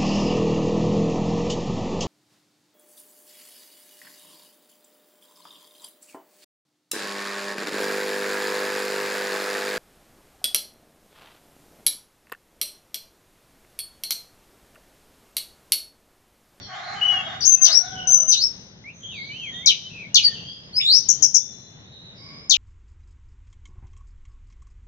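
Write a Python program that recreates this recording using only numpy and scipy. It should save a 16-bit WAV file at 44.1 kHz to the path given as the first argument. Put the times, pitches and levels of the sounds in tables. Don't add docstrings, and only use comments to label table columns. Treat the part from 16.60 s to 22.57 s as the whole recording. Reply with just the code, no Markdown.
import sys
import numpy as np
from scipy import signal
from scipy.fft import rfft, irfft, next_fast_len
from scipy.io import wavfile
from scipy.ndimage import uniform_filter1d

SR = 44100
rng = np.random.default_rng(int(sys.argv[2]) if len(sys.argv) > 2 else 0)


def boost_factor(decibels):
    exponent = np.asarray(decibels, float) / 20
    return 10 ** exponent


def unload_audio(sound):
    columns = np.transpose(np.atleast_2d(sound))
    steps = np.round(np.clip(columns, -1, 1) * 32767)
    wavfile.write(sys.argv[1], SR, steps.astype(np.int16))


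N = 263277


def evened(x):
    return x / np.sqrt(np.mean(x ** 2) + 1e-20)


def read(points, hz):
    f, value = np.transpose(points)
    return np.interp(np.log(hz + 1), np.log(f + 1), value)


def colour(x, points):
    size = next_fast_len(N + 4096)
    gain = boost_factor(read(points, np.fft.rfftfreq(size, 1 / SR)))
    return irfft(rfft(x, size) * gain, size)[..., :N]


def wander(count, span):
    noise = rng.standard_normal(count)
    smooth = uniform_filter1d(noise, size=span)
    return evened(uniform_filter1d(smooth, size=span))


# pitch_hz, time to fade by 60 dB t60_s
YARD_RING = [(500, 0.52), (2000, 1), (4000, 1), (6000, 1), (7500, 0.91)]


def tail(start_s, early_db, early_t60, stretch=1.0):
    taps = np.zeros((2, SR))
    at = np.arange(0, SR - 20, 20) + rng.integers(0, 20, (2, SR // 20 - 1))
    np.put_along_axis(taps, at, rng.choice([-1., 1.], at.shape), 1)
    hz, t, z = signal.stft(taps, SR, nperseg=256)
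    t60 = stretch * read(YARD_RING, hz)[:, None]
    taps = signal.istft(z * boost_factor(-60 * t / t60), SR, nperseg=256)[1][:, :SR]
    t = np.arange(SR) / SR
    burst = boost_factor(early_db - 60 * t / early_t60)
    taps = taps * (1 + burst) * np.clip((t - start_s) / 0.0013, 0, 1)
    return taps / np.linalg.norm(taps[0])


def through(x, echoes):
    return signal.fftconvolve(x, echoes, axes=1)[:, :N]


# pitch_hz, level_db per Hz
HUM_COLOUR = [(12, -44.5), (20, -20), (143, -2), (300, -15.5), (479, -17), (1250, -26), (2000, -23),
              (2200, -27), (2890, -25), (3600, -20.5), (4180, -23), (4500, -32), (5090, -34), (6190, -28),
              (7180, -44), (9330, -76), (15800, -120)]
# pitch_hz, likeness (1 same, -1 opposite)
HUM_LIKENESS = [(60, 1), (150, 0.9), (400, 0.7), (1020, -0.076), (2620, -0.76), (6730, -0.76)]


def hum():
    frames, hz = N // 256 + 5, np.fft.rfftfreq(1024, 1 / SR)
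    a, b, c, d, patches = rng.standard_normal((frames, 513, 5)).T
    patches = uniform_filter1d(patches, size=10, axis=0)
    patches = evened(uniform_filter1d(patches, size=20, axis=1))
    same = np.clip(read(HUM_LIKENESS, hz), -1, 1)[:, None]
    left, other = a + 1j * b, c + 1j * d
    z = np.array([left, same * left + np.sqrt(1 - same ** 2) * other])
    swell_db = 2.4 * wander(frames, span=25)
    z *= boost_factor(read(HUM_COLOUR, hz)[:, None] + 0.6 * patches + swell_db)
    noise = signal.istft(z, nperseg=1024, noverlap=768)[1][:, :N]
    return boost_factor(-46.5) * evened(noise) * boost_factor([[.6], [-.6]])


# start_s, length_s, pitch_hz, effort level_db, hoarseness (0-1)
CROW_SYLLABLES = [
    (-.09, .1, 617.5, -46.5, .95),
    (0.061, 0.683, 774.5, -35.5, .85),
    (0.969, 0.16, 652.3, -38, .95),
    (1.164, 0.43, 744.4, -36, .15),
    (1.514, 0.13, 642.6, -43.5, .35),
]
# pitch_hz, level_db
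BEAK_COLOUR = [(450, -24), (630, 2), (800, -2), (980, -11), (1200, -5.5), (1550, -4.5), (2100, -7),
               (2600, -19.5), (4500, -21), (7000, -24.5)]


def rooster():
    rise_s, fall_s, edge_db, swell_db = .05, 0.031, -16, 0.5
    start, length, *columns = np.transpose(CROW_SYLLABLES)
    t = np.arange(N) / SR
    now = np.clip(np.searchsorted(start, t) - 1, 0, None)
    hz, effort_db, hoarse = (uniform_filter1d(c[now], size=3500) for c in columns)

    since, left = t[:, None] - start, start + length - t[:, None]
    open_share = np.clip(np.minimum(since / rise_s, left / fall_s + 1), 0, 1).max(1)
    progress = np.clip((t - start[now]) / length[now] - .5, -.5, .5)
    effort_db = effort_db + edge_db * (1 - open_share) + swell_db * progress

    hoarse = np.clip(hoarse, 0, 1)
    turns = np.cumsum(hz * (1 + .1 * hoarse * wander(N, span=200))) / SR
    full = sum(np.cos(2 * np.pi * k * turns) * (1 if k < 3 else hoarse) for k in range(1, 10))
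    halves = sum(np.cos(2 * np.pi * (k - .5) * turns) for k in range(1, 10))
    rasp = (0.7 + np.exp(-(turns % 1) / 0.55)) * rng.standard_normal(N)
    voice = evened(colour(full + hoarse * (1.27 * hoarse * halves + 0.52 * rasp), BEAK_COLOUR))

    level_db = effort_db + 2.64 * hoarse * wander(N, span=900)
    voice = voice * boost_factor(level_db) * (open_share > 0) * boost_factor([[-.6], [.6]])
    echo = through(voice, tail(0.0056, early_db=3.5, early_t60=0.14, stretch=0.96))
    return boost_factor(-4.0) * voice + boost_factor(-0.5) * echo


VOICE_KINDS = {"pure": (.003, 0), "chirp": (.022, .015), "airy": (.009, 0), "husky": (.035, 0),
               "buzz": (.04, .07), "trill": (.012, .045)}
# multiple of the pitch, level_db
WHISTLE_OVERTONES = [(2, -14.5), (3, -29.5), (4, -31.5)]


def whistle(notes, turn, overtone_db):
    trill_hz = 77.75
    out = np.zeros((2, N))
    wobble = wander(N, span=120)
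    fuzzy = .8 + .6 * wander(N, span=70)
    for kind, rows in notes:
        flutter, trill = VOICE_KINDS[kind]
        s, hz, level_db = np.transpose(rows)
        at = np.arange(round(s[0] * SR), min(round(s[-1] * SR), N))
        t = at / SR
        log_hz = np.interp(t, s, np.log(hz))
        hz = np.exp(uniform_filter1d(log_hz, size=1 + len(t) // 16, mode="nearest"))
        trilling = trill * signal.sawtooth(2 * np.pi * trill_hz * t, .3)
        turns = np.cumsum(hz * (1 + flutter * wobble[at] + trilling)) / SR
        tone = np.sin(2 * np.pi * turns)
        for k, db in WHISTLE_OVERTONES:
            overtone = np.sin(2 * np.pi * k * turns) * (k * hz < SR / 2)
            tone += fuzzy[at] * boost_factor(db + overtone_db) * overtone
        edges = np.clip(np.minimum(t - s[0], s[-1] - t) / 0.0013, 0, 1)
        out[0, at] += tone * boost_factor(np.interp(t, s, level_db)) * edges
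    out[1] = out[0] * boost_factor(-np.interp(np.arange(N) / SR, *np.transpose(turn)))
    return out


def glides(kind, events, peak_at, travelled, start_db, end_db):
    notes = []
    for s, length, first_hz, last_hz, db in events:
        peak_hz = first_hz + travelled * (last_hz - first_hz)
        notes.append((kind, [(s, first_hz, db + start_db),
                             (s + peak_at * length, peak_hz, db),
                             (s + length, last_hz, db + end_db)]))
    return notes


# time_s, pitch_hz, level_db
NEAR_CALL = [(.413, 2847, -17.5), (.435, 2957, -11.5), (.455, 3012, -13.5), (.475, 2946, -15),
             (.52, 2926, -14), (.56, 2858, -20), (.575, 2880, -19), (.612, 2670, -30)]
# time_s, pitch_hz, level_db
NEAR_WARBLES = [
    [(2.41, 3180, -56), (2.46, 3220, -46), (2.51, 3050, -39.5), (2.55, 2500, -40), (2.6, 2130, -36),
     (2.66, 2250, -41), (2.72, 2320, -38.5)],
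    [(2.72, 2320, -41), (2.76, 2750, -41.5), (2.8, 2920, -42.5), (2.84, 2600, -35.5), (2.88, 2150, -38),
     (2.91, 1950, -48.5)],
    [(3.5, 2750, -58), (3.55, 2950, -50), (3.585, 2850, -33), (3.62, 2450, -39.5), (3.655, 2100, -51.5),
     (3.68, 1850, -40), (3.73, 1800, -42.5)],
]
# start_s, length_s, first pitch_hz, last pitch_hz, peak level_db
NEAR_SHORT_NOTES = [(.355, .035, 3060, 3060, -38), (.91, .11, 2610, 2590, -41),
                    (2.24, .07, 2050, 2900, -36), (2.92, .11, 1850, 2100, -41),
                    (3.03, .055, 2100, 2650, -34.5), (3.17, .12, 3100, 3020, -38)]
NEAR_HUSKY_NOTES = [(.395, 0.0093, 2907, 2900, -30), (3.301, .17, 2665, 2214, -35.5)]
FAR_CLEAR_NOTES = [(.47, .23, 3290, 3300, -34), (.63, .17, 3680, 3620, -37), (2.7, .28, 2950, 3280, -35),
                   (2.93, .12, 3650, 3600, -36), (4.44, .2, 3110, 3120, -50), (4.78, .24, 3560, 3560, -48),
                   (5.05, .2, 3540, 3590, -53), (5.22, .12, 3600, 3820, -50), (4.92, .38, 4080, 4030, -54),
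                   (5.7, .19, 4950, 5100, -46), (5.56, .17, 4680, 4780, -46)]
FAR_HUSKY_NOTES = [(.12, .11, 2950, 4150, -39), (.23, .13, 4150, 4180, -39), (1.2, .16, 4250, 3050, -38),
                   (1.35, .13, 3050, 2950, -36), (2.33, .2, 6150, 6320, -48), (2.43, .29, 3150, 4300, -37),
                   (2.54, .16, 4500, 4380, -42), (2.65, .12, 6200, 6000, -51), (2.77, .23, 6050, 6420, -50),
                   (3.68, .12, 3450, 2750, -35), (3.8, .13, 3050, 3400, -38), (3.86, .22, 4750, 5050, -42),
                   (5.3, .3, 3900, 3860, -45), (5.54, .2, 5300, 5050, -47), (.001, .1, 4400, 4340, -44),
                   (.001, .09, 3500, 3200, -48), (.001, .08, 5600, 5500, -46), (5.58, .34, 2190, 2240, -54),
                   (5.6, .3, 1100, 1118, -56)]


def other_birds():
    near = [("pure", note) for note in [NEAR_CALL] + NEAR_WARBLES]
    near += glides("pure", NEAR_SHORT_NOTES, peak_at=0.76, travelled=0.5, start_db=-8.5, end_db=-12.5)
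    near += glides("husky", NEAR_HUSKY_NOTES, peak_at=.65, travelled=0.42, start_db=-10.5, end_db=-8)
    far = glides("airy", FAR_CLEAR_NOTES, peak_at=.45, travelled=0.79, start_db=-2, end_db=-4.5)
    far += glides("husky", FAR_HUSKY_NOTES, peak_at=.4, travelled=.5, start_db=-1.5, end_db=-8)

    near = whistle(near, [(.7, 7.5), (.9, 0.5)], overtone_db=-17.5)
    near = near + boost_factor(-0.5) * through(near, tail(0.0048, early_db=26.0, early_t60=0.11))
    far = whistle(far, [(0, .1), (6, .1)], overtone_db=-20.5)
    far = far * boost_factor(3.1 * wander(N, span=700))
    far_echo = through(far, tail(0.0059, early_db=0.5, early_t60=0.18, stretch=0.76))
    return near + boost_factor(-9) * far + far_echo


def sung(kind, shape, events):
    notes = []
    for s, stretch, share, db in events:
        rows = [(s + stretch * t, share * hz, db + level_db) for t, hz, level_db in shape]
        notes.append((kind, rows))
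    return notes


# time from start_s, pitch_hz, level_db
CHIRP_SHAPE = [(0, 7000, -12), (.004, 6150, -1), (.008, 4543, -7), (.013, 4156, -6), (.022, 3798, -3.5),
               (.033, 3220, -9), (0.047, 2870, -12.5), (.063, 2230, -27)]
TICK_SHAPE = [(0, 7200, -15), (.006, 6306, 0.84), (.011, 5560, -1), (.016, 5520, -16)]
SWOOP_SHAPE = [(0, 6436, -6.5), (.011, 6160, 0.9), (0.033, 6024, 2), (.041, 4614, -4), (.046, 3400, -12),
               (.056, 2617, -17.5)]
# start_s, stretch, share of the pitch, level_db
CHIRP_TIMES = [(3.059, 0.89, 1.018, -0.5), (3.544, 0.72, 1.008, 0.5), (5.8957, 1.03, 1.004, -1.5)]
TICK_TIMES = [(4.486, .85, 1.028, -0.86), (4.622, 1.06, 0.98, -.1), (4.742, 1.01, 0.988, -.3)]
SWOOP_TIMES = [(1.015, .99, 1.002, -4), (1.6783, 1.1, .995, -8.5)]
# time_s, pitch_hz, level_db
HELD_WHISTLES = [
    [(.855, 6460, -5.5), (.875, 6363, -5.5), (.9, 6190, -12.5), (.93, 6142, -2), (.942, 6430, -29)],
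    [(1.472, 6100, -10.5), (1.495, 6004, -12), (1.51, 6350, -11), (1.54, 6047, -2.5), (1.59, 6050, -9),
     (1.62, 6144, -29)],
]
# start_s, length_s, first pitch_hz, last pitch_hz, level_db at the turning point
RISING_NOTES = [(1.075, 0.059, 3300, 5280, -18), (1.77, .06, 3900, 5340, -20.5)]
LEAD_IN_NOTES = [(3.615, .026, 3824, 5180, -21.5), (4.13, .032, 4340, 5070, -28.5),
                 (4.23, .04, 3440, 3805, -17.5)]
ACCENT_NOTES = [(1.143, 0.042, 5253, 5760, -3), (1.834, 0.019, 5160, 5490, -7.5),
                (3.641, .028, 4900, 4523, -5), (4.162, 0.025, 4884, 5172, -10)]
GRACE_NOTES = [(0.807, .012, 6235, 5070, -22), (1.728, .042, 3962, 3620, -19),
               (4.198, 0.018, 2320, 3170, -25), (4.213, 0.0079, 3350, 3570, -15)]
TRILLED_NOTE = [(4.272, .102, 3700, 6180, -6.5)]
BUZZING_NOTE = [(.812, 0.044, 4245, 5830, -19)]


def repertoire():
    notes = sung("chirp", CHIRP_SHAPE, CHIRP_TIMES)
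    notes += sung("pure", TICK_SHAPE, TICK_TIMES)
    notes += sung("pure", SWOOP_SHAPE, SWOOP_TIMES)
    notes += [("pure", note) for note in HELD_WHISTLES]
    notes += glides("chirp", RISING_NOTES, peak_at=0.67, travelled=0.54, start_db=-2, end_db=8.5)
    notes += glides("pure", LEAD_IN_NOTES, peak_at=0.64, travelled=0.446, start_db=-9.5, end_db=5.5)
    notes += glides("airy", ACCENT_NOTES, peak_at=0.33, travelled=0.895, start_db=-12, end_db=-15)
    notes += glides("husky", GRACE_NOTES, peak_at=0.37, travelled=0.54, start_db=4.5, end_db=-6)
    notes += glides("trill", TRILLED_NOTE, peak_at=.85, travelled=.75, start_db=-7.5, end_db=-7)
    notes += glides("buzz", BUZZING_NOTE, peak_at=0.75, travelled=0.87, start_db=-2, end_db=12)
    return notes


# time_s, left over right level_db
HEAD_TURN = [(.8, 12.5), (.9, 7.5), (1.9, 5.5), (3.0, 7.5), (4.2, 4), (4.48, 9.5), (4.8, 8.5), (5.9, 12)]
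# delay_s, left gain, right gain
FIRST_ECHOES = [(.0035, .15, .2), (.0115, .75, .6), (.0165, -.5, .3), (.0205, .45, .3), (.026, .45, -.3)]
# pitch_hz, level_db
WALL_COLOUR = [(2000, 0.5), (3500, -5), (4500, -2.5), (5500, -0.5), (6500, -1), (9000, -6.5)]
# pitch_hz, level_db
PHONE_SHADOW = [(1500, -10.5), (3000, 5.5), (4500, 2.5), (6500, -10), (12000, -6)]


def songbird():
    song = whistle(repertoire(), HEAD_TURN, overtone_db=-5.0)
    echoes = boost_factor(1.77) * tail(0.007, early_db=27, early_t60=0.18)
    for delay_s, left, right in FIRST_ECHOES:
        echoes[:, round(delay_s * SR)] += left, right
    left, right = song + colour(through(song, echoes), WALL_COLOUR)
    return np.array([left, np.roll(colour(right, PHONE_SHADOW), shift=7)])


def scene():
    return hum() + rooster() + other_birds() + songbird()


def low_pass(x):
    return signal.sosfilt(signal.butter(12, 20000, fs=SR, output="sos"), x)


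# pitch_hz, level_db
MICROPHONE_COLOUR = [(30, -8.5), (110, 0.35), (6800, -0.22), (7200, -1), (7700, -5), (9000, -6),
                     (12000, -11), (15500, -4), (16200, -45.5)]
# pitch_hz, level_db
OVERLOAD_SMOOTHING = [(7000, 0), (8500, -8), (15400, -8), (16000, -35)]


def record(dry):
    ceiling = .97
    x = colour(dry, MICROPHONE_COLOUR)
    power = abs(uniform_filter1d((x ** 2).max(0), size=300))
    power_db = 10 * np.log10(power + 1e-12)
    fall = np.arange(N) * 120.0 / SR
    held_db = np.maximum.accumulate(power_db + fall) - fall
    over_db = np.maximum(held_db + 12.0, 0)
    x = x / boost_factor(.25 * uniform_filter1d(over_db, size=200))
    x = colour(np.clip(x, -ceiling, ceiling), OVERLOAD_SMOOTHING)
    return low_pass(np.clip(x, -1, 1))


dry = scene()
out = record(dry)
unload_audio(out)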